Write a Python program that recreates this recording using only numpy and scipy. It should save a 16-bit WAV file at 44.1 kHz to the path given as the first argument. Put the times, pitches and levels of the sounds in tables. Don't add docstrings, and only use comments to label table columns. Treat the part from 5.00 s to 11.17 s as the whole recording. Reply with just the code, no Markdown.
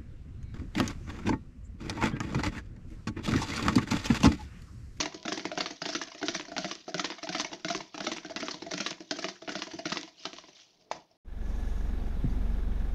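import sys
import numpy as np
from scipy import signal
from scipy.io import wavfile
from scipy.ndimage import uniform_filter1d

SR = 44100
rng = np.random.default_rng(int(sys.argv[2]) if len(sys.argv) > 2 else 0)


def dump_mix(stems):
    frames = np.atleast_2d(stems).T
    limited = np.clip(frames, -1, 1)
    pcm = np.round(limited * 32767).astype(np.int16)
    wavfile.write(sys.argv[1], SR, pcm)


N = 272088
ONSET_DELAY_S = 0.000891
# start_s, crack_db, belly_db, rim_db, wall_patch_hz, splash_db
WIRE_BLOWS = [(0.0014, -17.5, -32.5, -36, 1080, -29), (0.0074, -15.5, -43, -44, 960, -29.5),
              (0.029, -22, -38, -47, 1210, -44), (0.0554, -17, -34.5, -36, 954, -35),
              (0.1226, -31, -73, -75, 1120, -46), (0.1431, -34, -36.5, -48.5, 990, -41),
              (0.2276, -42, -67, -63, 1000, -57), (0.251, -23, -36, -38, 1440, -41.5),
              (0.279, -17, -32, -35.5, 1350, -31.5), (0.3197, -16, -31, -37.5, 1115, -28.5),
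              (0.373, -22.5, -32.5, -42, 930, -32.5), (0.395, -26, -40, -58, 930, -42),
              (0.445, -28, -61, -62, 1420, -50), (0.4516, -21, -28.5, -39, 950, -33),
              (0.5143, -26, -42, -32.5, 1420, -40), (0.5552, -45, -71, -72, 985, -61),
              (0.5747, -19, -30, -31, 1510, -31), (0.6049, -14, -33, -34.5, 1340, -29.5),
              (0.6587, -18.5, -38.5, -47, 1220, -34.5), (0.705, -24.5, -39, -50, 935, -38.5),
              (0.758, -58, -85, -75, 1020, -50.5), (0.817, -18.5, -38, -36.5, 1410, -35),
              (0.855, -19.5, -34, -41.5, 890, -29.5), (0.8889, -25, -37, -33.5, 1450, -32),
              (0.927, -34, -43, -56, 1530, -36.5), (0.9498, -15.5, -30, -41, 1380, -31.5),
              (1.0134, -19.5, -40, -47, 1205, -33.5), (1.073, -32, -50, -51.5, 1130, -39.5),
              (1.1163, -30, -70, -49, 1080, -45), (1.1465, -36, -46, -46.5, 1270, -42),
              (1.1827, -49, -58, -58, 1290, -46.5), (1.2137, -25, -38.5, -51, 810, -51),
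              (1.2277, -16.5, -27, -35.5, 1500, -39.5), (1.262, -43, -50, -52, 1380, -36),
              (1.283, -16, -28.5, -36, 1440, -30), (1.3468, -22, -35.5, -39.5, 1120, -27.5),
              (1.3957, -22.5, -37.5, -46.5, 970, -37.5), (1.45, -34, -58, -58, 970, -45),
              (1.481, -37, -44, -44.5, 1500, -48), (1.516, -30.5, -41, -38, 1460, -41),
              (1.5646, -17, -38.5, -40, 804, -39), (1.5795, -18.5, -34, -34.5, 1480, -31),
              (1.6432, -20.5, -36, -32.5, 1390, -31), (1.683, -32, -53, -52, 1310, -36.5),
              (1.7108, -17, -37, -46, 1160, -32.5), (1.7524, -39, -50, -66, 1240, -54),
              (1.8789, -27.5, -36.5, -35.5, 1310, -38.5), (1.9431, -17, -31.5, -32.5, 1480, -34.5),
              (1.978, -33, -46, -40, 1530, -36), (1.994, -17.5, -34.5, -40, 1270, -30),
              (2.0432, -17, -32.5, -40.5, 1060, -29), (2.1005, -20.5, -36.5, -51, 954, -38),
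              (2.1175, -26.5, -61, -68, 950, -53), (2.1819, -30, -71, -46, 1240, -51),
              (2.2283, -23.5, -38.5, -37.5, 1300, -33), (2.2706, -20.5, -43, -67, 840, -60),
              (2.2897, -20.5, -34, -36, 1510, -39), (2.3252, -33, -48, -52, 1070, -34.5),
              (2.347, -22, -32.5, -31.5, 1250, -30), (2.3488, -17, -62, -38, 1330, -42),
              (2.3833, -36, -47.5, -47, 1440, -37), (2.3969, -13.5, -33.5, -51, 1040, -28.5),
              (2.4108, -27, -46, -40, 1230, -49), (2.445, -20.5, -40.5, -40, 940, -36),
              (2.516, -29, -41, -45, 1000, -47), (2.5289, -21.5, -39, -43, 870, -38.5),
              (2.595, -41, -57, -65, 877, -48.5), (2.6457, -17.5, -33, -34.5, 1470, -38),
              (2.6816, -26, -43, -42, 1150, -33), (2.7012, -14.5, -37, -27, 1390, -29),
              (2.7476, -12.5, -30.5, -40, 1085, -33.5), (2.804, -19, -41, -46, 940, -44),
              (2.9431, -26.5, -38.5, -45, 1310, -42), (2.9774, -23.5, -41, -46, 830, -39),
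              (3.0042, -21.5, -37, -37, 1450, -45), (3.041, -32, -35.5, -53, 1080, -34),
              (3.0678, -14, -31, -32.5, 1310, -31.5), (3.1152, -17.5, -31.5, -39, 1090, -31),
              (3.1633, -21.5, -41.5, -54, 970, -37), (3.182, -33, -43, -65, 895, -49),
              (3.23, -37, -68, -67, 1060, -50), (3.247, -27, -37.5, -45, 1540, -41),
              (3.2967, -26.5, -42.5, -63, 850, -50), (3.3035, -38, -50, -35, 855, -40.5),
              (3.3613, -20, -35, -39, 1470, -37.5), (3.4, -32, -39, -66, 1310, -33),
              (3.4263, -20, -33.5, -35, 1360, -37), (3.459, -32, -45, -63, 1310, -36.5),
              (3.483, -15.5, -35.5, -51, 1140, -38), (3.5074, -32, -44, -54, 1000, -37),
              (3.541, -23, -42, -48, 990, -43.5), (3.62, -25.5, -35, -59, 880, -45.5),
              (3.6625, -30, -40, -37, 865, -44.5), (3.714, -29, -36, -36, 830, -33),
              (3.7363, -21.5, -33, -41, 1430, -35), (3.7764, -27, -44, -44, 980, -34.5),
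              (3.8026, -19.5, -37.5, -37, 1390, -32), (3.861, -17.5, -34.5, -44, 1165, -31.5),
              (3.9071, -22, -38.5, -43, 990, -38), (3.98, -40, -62, -69, 1010, -58),
              (4.003, -35, -37.5, -47.5, 970, -44), (4.1097, -16.5, -30.5, -34.5, 1540, -33.5),
              (4.1598, -37, -41, -61, 1120, -40.5), (4.186, -21.5, -36, -38, 1300, -34.5),
              (4.2263, -35, -46, -45, 1380, -36.5), (4.2422, -15.5, -31, -33, 1260, -34),
              (4.2837, -25.5, -42, -43, 1010, -34), (4.354, -51, -73, -67, 1120, -51),
              (4.4187, -38, -42.5, -43.5, 820, -44.5), (4.4771, -23.5, -35.5, -36, 830, -50),
              (4.4908, -18, -37, -42, 1470, -37), (4.5177, -31, -40, -62, 1320, -35.5),
              (4.5522, -21, -36.5, -35, 1430, -33.5), (4.588, -30, -39.5, -53, 1140, -40),
              (4.619, -19.5, -40.5, -46, 1185, -34.5), (4.6679, -26.5, -40.5, -46, 980, -43),
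              (4.7097, -36, -54, -54, 851, -44), (4.7337, -28, -33.5, -51, 930, -38),
              (4.787, -25.5, -40.5, -36, 885, -41), (4.8549, -18, -29, -36, 1430, -30.5),
              (4.9009, -50, -46, -45, 1610, -39.5), (4.9188, -13, -34.5, -38, 1240, -31),
              (4.9581, -23.5, -35.5, -45, 1160, -37), (4.9696, -19, -38, -48, 1020, -34.5),
              (5.0113, -49, -58, -65, 1090, -60), (5.032, -30, -45, -54, 970, -61),
              (5.0758, -34.5, -59, -55, 1020, -47.5), (5.2, -62, -59, -61, 1030, -61),
              (5.241, -63, -62, -67, 1030, -54), (5.252, -23, -38.5, -43, 1320, -37),
              (5.3296, -35, -43, -49.5, 1110, -44), (5.3642, -39, -66, -62, 970, -53),
              (5.383, -27.5, -59, -50, 1070, -45), (5.437, -34.5, -52.5, -55, 1020, -62),
              (5.4822, -43, -51.5, -55.5, 1000, -50.5), (5.565, -59, -80, -66, 1080, -61),
              (5.5946, -54, -73, -75, 832, -66)]
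HANDLE_KNOCKS = [(5.9129, -15, -50, -33, 870, -35), (5.967, -39, -63, -52, 820, -68),
                 (6.111, -70, -68, -63, 870, -70)]
# pitch_hz, level_db, t60_s
BELLY_MODES = [(284.7, -1.5, 0.064), (313, 0, 0.079), (343.3, 3, 0.065), (382.2, -4.5, 0.072),
               (469, 6, 0.038)]
# pitch_hz, level_db, t60_s
BASE_MODES = [(103, -11.5, 0.17), (162, -14.5, 0.13), (190.8, 0.5, 0.12), (234.4, -2.5, 0.12)]


def gain_of(db):
    return 10 ** (np.asarray(db) / 20)


def unit_rms(x):
    return x / np.sqrt(np.mean(x ** 2) + 1e-20)


def curve_at(points, hz):
    f, value = np.transpose(points)
    return np.interp(np.log(hz + 1), np.log(f + 1), value)


def equalise(x, points):
    log_gain = np.log(gain_of(curve_at(points, abs(np.fft.fftfreq(4096, 1 / SR)))))
    taps = np.fft.ifft(np.exp(np.conj(signal.hilbert(log_gain)))).real[:2048]
    return signal.oaconvolve(x, taps)[:len(x)]


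def ring(modes, t, chance, spread_db, rise_ms):
    hz, db, t60 = np.transpose(modes)[:, :, None]
    weight, detune, phase = chance[:, :len(modes), None]
    cycles = hz * (1 + .03 * detune) * t + .12 * phase
    sound = (gain_of(db + spread_db * weight - 60 * t / t60) * np.sin(2 * np.pi * cycles)).sum(0)
    sound *= 1 - np.exp(-1000 * t / rise_ms)
    return sound / np.sqrt(np.mean(sound[:700] ** 2))


def room_tone():
    # frequency_hz, gain_db
    room_eq = [(18, -80), (30, -46), (101, -10), (262, -16), (307, -10), (508, -17.5), (683, -12.5),
               (1350, -28.5), (5090, -26.5), (7000, -40), (9100, -55.5), (15400, -120)]
    return gain_of(-66) * unit_rms(equalise(rng.standard_normal(N), room_eq))


def tile_reflections(x):
    # frequency_hz, t60_s
    decay = [(150, 0.28), (600, 0.29), (1400, 0.22), (3700, 0.19), (8000, 0.19)]
    out, turn = np.zeros(N), np.pi * np.arange(N) / SR / .45
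    for k in range(3):
        taps = np.zeros(SR // 2)
        at = np.arange(200, len(taps) - 20, 20)
        taps[at + rng.integers(0, 20, len(at))] = rng.choice([-1., 1.], len(at))
        hz, t, bands = signal.stft(taps, SR, nperseg=128)
        tail = signal.istft(bands * gain_of(-60 * t / curve_at(decay, hz)[:, None]), SR, nperseg=128)[1]
        send = np.sqrt(2 / 3) * abs(np.cos(turn + k * np.pi / 3))
        out += signal.fftconvolve(x * send, tail / np.linalg.norm(tail))[:N]
    return out


def faint_tones():
    # centre_s, half_width_s, pitch_hz, level_db
    swells = [(.2, .04, 988, -54), (5.875, .035, 431, -61)]
    t = np.arange(N) / SR
    return sum(gain_of(db) * np.exp(-((t - centre_s) / half_s) ** 2) * np.sin(2 * np.pi * hz * t)
               for centre_s, half_s, hz, db in swells)


def bubbles():
    per_s = 4000
    bursts = gain_of(3 * np.minimum(rng.exponential(1, N), 3.5)) * (rng.random(N) < per_s / SR)
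    pitch_index, out = rng.integers(0, 24, N), np.zeros(N)
    for k, hz in enumerate(np.geomspace(800, 7500, num=24)):
        cycles = np.arange(0, 7.5, hz / SR)
        pop = np.sin(2 * np.pi * cycles * (1 + 0.0084 * cycles)) * cycles * np.exp(-cycles / 0.46)
        out += signal.oaconvolve(bursts * (pitch_index == k), unit_rms(pop))[:N]
    return unit_rms(out)


def squelch(x, depth_db=4):
    bands = signal.stft(x, nperseg=256, noverlap=192)[2]
    patches = uniform_filter1d(rng.standard_normal(bands.shape), size=4, axis=0)
    patches = unit_rms(uniform_filter1d(patches, size=8, axis=1))
    return unit_rms(signal.istft(bands * gain_of(depth_db * patches), nperseg=256, noverlap=192)[1][:N])


def batter_fizz():
    # frequency_hz, gain_db
    batter_eq = [(400, -38), (1000, -11), (1900, 4.5), (2700, 0.5), (3500, 3), (4600, 7.5), (6000, 8.5),
                 (8000, -0.5), (16000, -25)]
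    slips_per_s = 6000
    slip_size = gain_of(2.5 * np.minimum(rng.exponential(1, N), 5))
    slips = slip_size * rng.standard_normal(N) * (rng.random(N) < slips_per_s / SR)
    flutter = gain_of(2.2 * unit_rms(uniform_filter1d(rng.standard_normal(N), 300)))
    return squelch(equalise((0.95 * unit_rms(slips) + bubbles()) * flutter, batter_eq))


def splash_envelope():
    start_s, crack_db, *_, splash_db = np.transpose(WIRE_BLOWS + HANDLE_KNOCKS)
    at = np.round((start_s + ONSET_DELAY_S) * SR).astype(int)
    swept_share = 1 / (1 + gain_of(2 * (crack_db - splash_db + 2.5)))
    power = gain_of(2 * splash_db)
    thrown, swept = np.zeros((2, N))
    np.add.at(thrown, at, (1 - swept_share) * power)
    np.add.at(swept, at, swept_share * power)
    t = np.arange(6000) / SR
    sweep_delay_s, sweep_width_s = 0.0036, 0.0085
    sweep = np.exp(-((t[:4001] - t[2000] - sweep_delay_s) / sweep_width_s) ** 2)
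    ebb = 1.52 * np.exp(-t / 0.0044) + 0.15 * np.exp(-t / 0.017)
    burst = ebb * (1 - np.exp(-t / 0.0011)) ** 2
    burst_power = 2.02 * signal.oaconvolve(thrown, burst)[:N]
    sweep_power = 2.4 * signal.oaconvolve(swept, sweep, "same")
    return np.sqrt(abs(burst_power + sweep_power))


def batter_swish():
    # time_s, drag_db, rumble_db
    stirring = [(0.0, -36, -37.5), (0.09, -62, -55), (0.18, -56, -57), (0.27, -59.0, -60), (0.36, -60, -60),
                (0.45, -53, -57.0), (0.54, -55, -55), (0.63, -47.0, -47), (0.72, -55, -55),
                (0.81, -57, -72), (0.9, -40, -57), (0.99, -46, -52.0), (1.08, -61, -62), (1.17, -58, -68.0),
                (1.26, -45, -55), (1.35, -48, -50), (1.44, -54, -59), (1.53, -60, -53), (1.62, -41, -47),
                (1.71, -61, -62), (1.8, -50.5, -64), (1.891, -64, -71), (1.98, -59, -56),
                (2.07, -66, -52.0), (2.16, -50, -74), (2.25, -62, -67), (2.34, -53, -53.0),
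                (2.43, -57, -49.5), (2.52, -53, -53), (2.61, -61, -65), (2.7, -46.0, -56.0),
                (2.79, -48, -46), (2.88, -55, -80.0), (2.97, -59, -57.0), (3.06, -42, -52.0),
                (3.15, -49, -55), (3.24, -65, -62), (3.33, -67, -54), (3.42, -51.0, -53), (3.51, -53, -55),
                (3.6, -48, -55), (3.69, -56, -54), (3.78, -54, -53), (3.87, -37, -58.0), (3.96, -69, -64),
                (4.05, -61.5, -84), (4.14, -50, -68), (4.23, -49, -62), (4.32, -52, -67.0),
                (4.41, -63, -84), (4.5, -51, -59), (4.59, -46, -54.0), (4.68, -52, -69), (4.77, -57, -53.5),
                (4.86, -56, -71), (4.95, -52, -53), (5.04, -49.5, -70), (5.14, -66.0, -70), (5.2, -49, -69),
                (5.4, -55, -62), (5.52, -57.5, -69.0), (5.6, -51, -84), (5.7, -61.0, -78),
                (5.77, -69, -69.0), (5.82, -63.5, -66.5), (5.9, -85.0, -65), (5.96, -54, -49),
                (6.05, -73, -78), (6.17, -82.0, -67)]
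    # frequency_hz, gain_db
    drag_eq = [(1000, -4), (1700, -16), (2300, -7), (3000, 1.5), (6000, -5)]
    time_s, drag_db, rumble_db = np.transpose(stirring)
    t = np.arange(N) / SR
    fizz = batter_fizz()
    low_modes = BASE_MODES + BELLY_MODES + [(637.0, 7.4, 0.11)]
    body = ring(low_modes, t[:5000], np.zeros((3, 10)), spread_db=0, rise_ms=0.16)
    rumble = unit_rms(signal.oaconvolve(rng.standard_normal(N), body)[:N])
    rumble *= 1.4 * gain_of(np.interp(t, time_s, rumble_db))
    drag = unit_rms(equalise(np.roll(fizz, N // 2), drag_eq))
    drag *= gain_of(np.interp(t, time_s, drag_db))
    return splash_envelope() * fizz + drag + rumble


def base_thumps():
    # start_s, level_db, pitch_hz
    rocks = [(0.07, -57, 174), (0.147, -64, 188), (0.253, -31.5, 219), (0.321, -41, 220), (0.372, -50, 193),
             (0.445, -50, 220), (0.576, -41.5, 197), (0.815, -40.5, 181), (0.948, -37, 240),
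             (1.012, -47, 250), (1.231, -42, 202), (1.28, -37, 241), (1.353, -39.5, 197),
             (1.586, -37.5, 195), (1.645, -34, 202), (1.875, -49, 240), (1.948, -34, 178),
             (1.989, -42, 199), (2.044, -43, 233), (2.222, -68, 228), (2.295, -38, 182),
             (2.357, -40.5, 234), (2.399, -52, 193), (2.536, -47, 178), (2.648, -36.5, 177),
             (2.704, -35.5, 197), (2.744, -51, 199), (2.804, -51, 157), (2.943, -79, 152),
             (3.005, -38, 192), (3.072, -37, 233), (3.119, -40, 204), (3.248, -54, 175),
             (3.361, -37.5, 211), (3.421, -34, 243), (3.481, -47, 203), (3.539, -45, 185),
             (3.615, -60, 157), (3.672, -46, 187), (3.741, -37, 186), (3.802, -32, 218), (3.858, -49, 225),
             (3.914, -44, 171), (4.105, -61, 171), (4.242, -45, 187), (4.284, -47, 197), (4.489, -43, 212),
             (4.556, -35, 193), (4.621, -47, 202), (4.734, -49, 148), (4.854, -40, 157), (4.919, -31, 198),
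             (5.261, -48, 182), (5.329, -57, 244), (5.98, -59, 197)]
    t60_s = 0.083
    t, out = np.arange(6000) / SR, np.zeros(N + 6000)
    for start_s, db, hz in rocks:
        at = round(start_s * SR)
        thump = ring([(hz, 0, t60_s)], t, rng.standard_normal((3, 1)), spread_db=0, rise_ms=4)
        out[at:at + len(t)] += gain_of(db + 1) * thump
    return out[:N]


def wire_ticks():
    # centre_s, level_db, pitch_hz
    slaps = [(0.002, -19, 2400), (0.0079, -13.5, 3580), (0.0107, -14, 3410), (0.015, -32, 3680),
             (0.0248, -27, 4150), (0.0284, -16, 5100), (0.0347, -26, 4420), (0.0559, -21.5, 2220),
             (0.0581, -17, 5100), (0.2286, -28, 5070), (0.2585, -28, 4100), (0.2795, -23, 2580),
             (0.3217, -18, 2490), (0.327, -14, 5600), (0.3741, -31, 4430), (0.3771, -25, 5210),
             (0.3952, -23.5, 2340), (0.4531, -20.5, 2000), (0.5161, -24, 2390), (0.5535, -28, 5710),
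             (0.5748, -21, 2950), (0.5868, -28, 3270), (0.5905, -24, 4250), (0.6033, -22, 2860),
             (0.6059, -16, 3280), (0.6104, -24, 2440), (0.659, -17.5, 2870), (0.6625, -29, 3600),
             (0.6679, -29, 3950), (0.8168, -36, 3520), (0.8193, -24, 2410), (0.854, -19, 2850),
             (0.889, -21, 4200), (0.8927, -28, 3190), (0.9493, -16, 3600), (0.953, -18, 2880),
             (0.9556, -27, 4070), (0.9592, -31, 3790), (1.0143, -33, 2800), (1.0366, -20.5, 5570),
             (1.084, -32, 2770), (1.2278, -30, 2800), (1.2752, -28, 4990), (1.2833, -10.5, 3600),
             (1.2876, -21, 3070), (1.3496, -17, 5930), (1.3762, -25, 3750), (1.3965, -23, 2330),
             (1.4096, -21.5, 2570), (1.5649, -17.5, 2400), (1.5805, -12, 4300), (1.6454, -17.5, 3320),
             (1.6519, -25, 3180), (1.7126, -17.5, 3030), (1.7529, -22.5, 5300), (1.9434, -14.5, 4010),
             (1.9802, -27, 4720), (1.995, -17, 3540), (1.9975, -13.5, 3000), (2.0435, -17, 2600),
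             (2.047, -17, 4000), (2.0516, -32, 4270), (2.102, -25, 2490), (2.1197, -24, 2240),
             (2.2728, -27, 2400), (2.2902, -16.5, 4000), (2.2934, -22, 4290), (2.3333, -22, 4120),
             (2.3471, -24, 3360), (2.3501, -16.5, 3240), (2.3828, -19, 4630), (2.397, -19, 2820),
             (2.4061, -11, 6100), (2.4102, -18, 4740), (2.4141, -16, 5160), (2.4218, -36, 4430),
             (2.4474, -37, 2270), (2.4505, -23, 4500), (2.6464, -16, 3860), (2.685, -29, 4310),
             (2.7004, -21.5, 2840), (2.7054, -20, 3870), (2.7105, -16, 3860), (2.7483, -17, 2580),
             (2.7647, -24, 3880), (2.7758, -22, 5240), (2.8052, -45, 2280), (2.9783, -25.5, 2310),
             (2.9839, -35, 3420), (3.0042, -20, 3130), (3.0071, -20.5, 4970), (3.0663, -19.5, 3010),
             (3.0692, -22, 3760), (3.1162, -18.5, 2720), (3.1253, -20, 3730), (3.1349, -22, 5320),
             (3.1375, -31, 3600), (3.164, -26, 5330), (3.1829, -22, 2350), (3.361, -16, 4140),
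             (3.402, -22, 4500), (3.4095, -28, 4140), (3.4234, -25, 2420), (3.4274, -28, 2570),
             (3.4303, -36, 3120), (3.4829, -17.5, 2460), (3.5128, -36, 5210), (3.7115, -28, 2490),
             (3.7156, -23, 4770), (3.7364, -18, 4320), (3.7401, -16.5, 4200), (3.7781, -19.5, 5190),
             (3.8023, -18, 2650), (3.8632, -17.5, 2800), (3.8697, -17, 5600), (3.886, -29, 5440),
             (3.9066, -18, 5500), (3.914, -21, 2600), (3.9286, -25.5, 2560), (4.1094, -12.5, 4630),
             (4.1119, -12, 4700), (4.1866, -35, 3650), (4.2274, -31, 5180), (4.2431, -16, 2280),
             (4.2848, -21.5, 4800), (4.2896, -26, 4480), (4.4765, -24.5, 2210), (4.4916, -25, 2180),
             (4.4938, -22, 4160), (4.5533, -19.5, 3430), (4.5857, -32, 3810), (4.5908, -28, 4760),
             (4.62, -16, 2760), (4.8545, -23, 2790), (4.8703, -22, 3140), (4.9012, -20, 4650),
             (4.9198, -27, 3030), (4.9235, -17, 3500), (4.9265, -19, 3290), (4.9295, -32, 2910),
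             (4.9578, -27, 3970), (4.9708, -16, 2770), (4.9905, -32, 4120), (5.0116, -22, 5800),
             (5.0306, -22, 4020), (5.2539, -15.5, 3800), (5.2569, -17.5, 4050), (5.3312, -26, 2900),
             (5.3644, -32, 3130), (5.3847, -29, 3200)]
    width_cycles, ring_db, ring_s = 0.47, -15.5, 0.001
    t, out = np.arange(400) / SR, np.zeros(N + 400)
    for centre_s, db, hz in slaps:
        at = round((centre_s + ONSET_DELAY_S) * SR - SR / hz / 2)
        envelope = np.exp(-((hz * t - .5) / width_cycles) ** 2) + gain_of(ring_db) * np.exp(-t / ring_s)
        out[at:at + len(t)] += gain_of(db + 3) * envelope * np.sin(2 * np.pi * hz * t)
    return out[:N]


def contact(t, first_db, rattle_ms, bright_db):
    grit = rng.standard_normal(len(t)) * rng.standard_normal(len(t)) ** 2
    rise_s = .0007 / gain_of(1.5 * first_db)
    rattle = .065 * grit * np.exp(-1000 * t / max(rattle_ms, .3)) * (1 - np.exp(-t / rise_s))
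    rattle[0] = gain_of(first_db)
    dull = signal.lfilter([.35], [1, -.65], rattle)
    return 3.0 * dull + 6.7 * gain_of(bright_db) * (rattle - dull)


def bowl_body(t, patch_hz, chance):
    patch_octaves = np.log2(patch_hz / 1120)
    favoured = [(hz, db - 16 * abs(np.log2(hz / 319) + 0.17 * patch_octaves), .9 * t60)
                for hz, db, t60 in BELLY_MODES]
    belly = ring(favoured, t, chance, spread_db=1.45, rise_ms=7.2)
    base = ring(BASE_MODES, t, chance[::-1], spread_db=2.5, rise_ms=7)
    return belly + gain_of(-13.5 - 4 * patch_octaves) * base


def whisk_blows():
    # pitch_ratio, level_db, t60_s
    rim_modes = [(1, -0.5, 0.058), (1.055, -1, 0.052), (1.14, -13, 0.048), (1.27, -13.5, 0.038)]
    # pitch_hz, level_db, t60_s
    wall_modes = [(1750, -3, .012), (2095, 0, .016), (2890, -1, .014), (3550, -2, .012), (4020, -2, .012),
                  (4690, -3, .01), (5300, -4, .01), (5980, -3, .01)]
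    # frequency_hz, gain_db
    crack_eq = [(250, -38.5), (700, 10.5), (1500, 1), (3000, 3.5), (5000, 1.5), (7000, -4.5), (9000, -16),
                (16000, -6.5)]
    t = np.arange(6000) / SR
    cracks, rings = np.zeros((2, N + 2 * len(t)))

    def strike(hits, scatter, bright_db, rattle_ms, first_db, wall_mix,
               rim_hz, rim_rise_ms, patch_db, ring_scale):
        for start_s, crack_db, belly_db, rim_db, patch_hz, _ in hits:
            chance = rng.standard_normal((3, 8))
            offsets = scatter * rng.standard_normal(5) * (6.9, 0.33, 6.7, 0.018, 1.24)
            bright_offset, rattle_stretch, first_offset, rim_detune, patch_offset = offsets
            sharpen_db = 0.086 * (crack_db + 27)
            crack = contact(t, first_db + first_offset + sharpen_db,
                            rattle_ms * np.exp(rattle_stretch), bright_db + bright_offset)
            wall = ring(wall_modes, t[:700], chance, spread_db=2, rise_ms=.05)
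            crack += 0.043 * wall_mix * signal.fftconvolve(crack, wall)[:len(t)]
            tuned_rim = np.multiply(rim_modes, [rim_hz * np.exp(rim_detune), 1, ring_scale])
            rim = ring(tuned_rim, t, chance[:, ::-1], spread_db=2.1, rise_ms=rim_rise_ms)
            patch_mode = [(patch_hz, 0, 0.021 * ring_scale)]
            patch = ring(patch_mode, t, np.zeros((3, 1)), spread_db=0, rise_ms=0.64)
            at = round((start_s + ONSET_DELAY_S) * SR)
            span = slice(at, at + len(t))
            cracks[span] += gain_of(crack_db) * crack / abs(crack).max()
            rings[span] += gain_of(belly_db) * bowl_body(t, patch_hz, chance) + gain_of(rim_db) * rim
            rings[span] += gain_of(crack_db + patch_db + patch_offset) * patch

    strike(WIRE_BLOWS, scatter=1, bright_db=-9.5, rattle_ms=4, first_db=-7.5, wall_mix=1,
           rim_hz=645.5, rim_rise_ms=8, patch_db=-19, ring_scale=1.05)
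    strike(HANDLE_KNOCKS, scatter=0, bright_db=-20, rattle_ms=0.9, first_db=-4, wall_mix=0.03,
           rim_hz=680, rim_rise_ms=1.2, patch_db=-12, ring_scale=0.5)
    return equalise(cracks, crack_eq)[:N] + 1.164 * rings[:N]


def scene():
    bowl = whisk_blows() + wire_ticks() + base_thumps() + batter_swish() + faint_tones()
    return (bowl + gain_of(-10.5) * tile_reflections(bowl) + room_tone())[None]


def record(dry):
    # frequency_hz, gain_db
    microphone_eq = [(25, -8.5), (55, -10.5), (120, -7.5), (6100, -4), (6800, -8), (7500, -17),
                     (8300, -24.5), (10000, -26), (13500, -23), (15200, -38)]
    heard = equalise(dry[0], microphone_eq) + gain_of(-88.0) * rng.standard_normal(N)
    low_pass = signal.firwin(511, 15800, window=("kaiser", 9), fs=SR)
    return signal.oaconvolve(heard, low_pass, "same")[None]


dry = scene()
out = record(dry)
dump_mix(out)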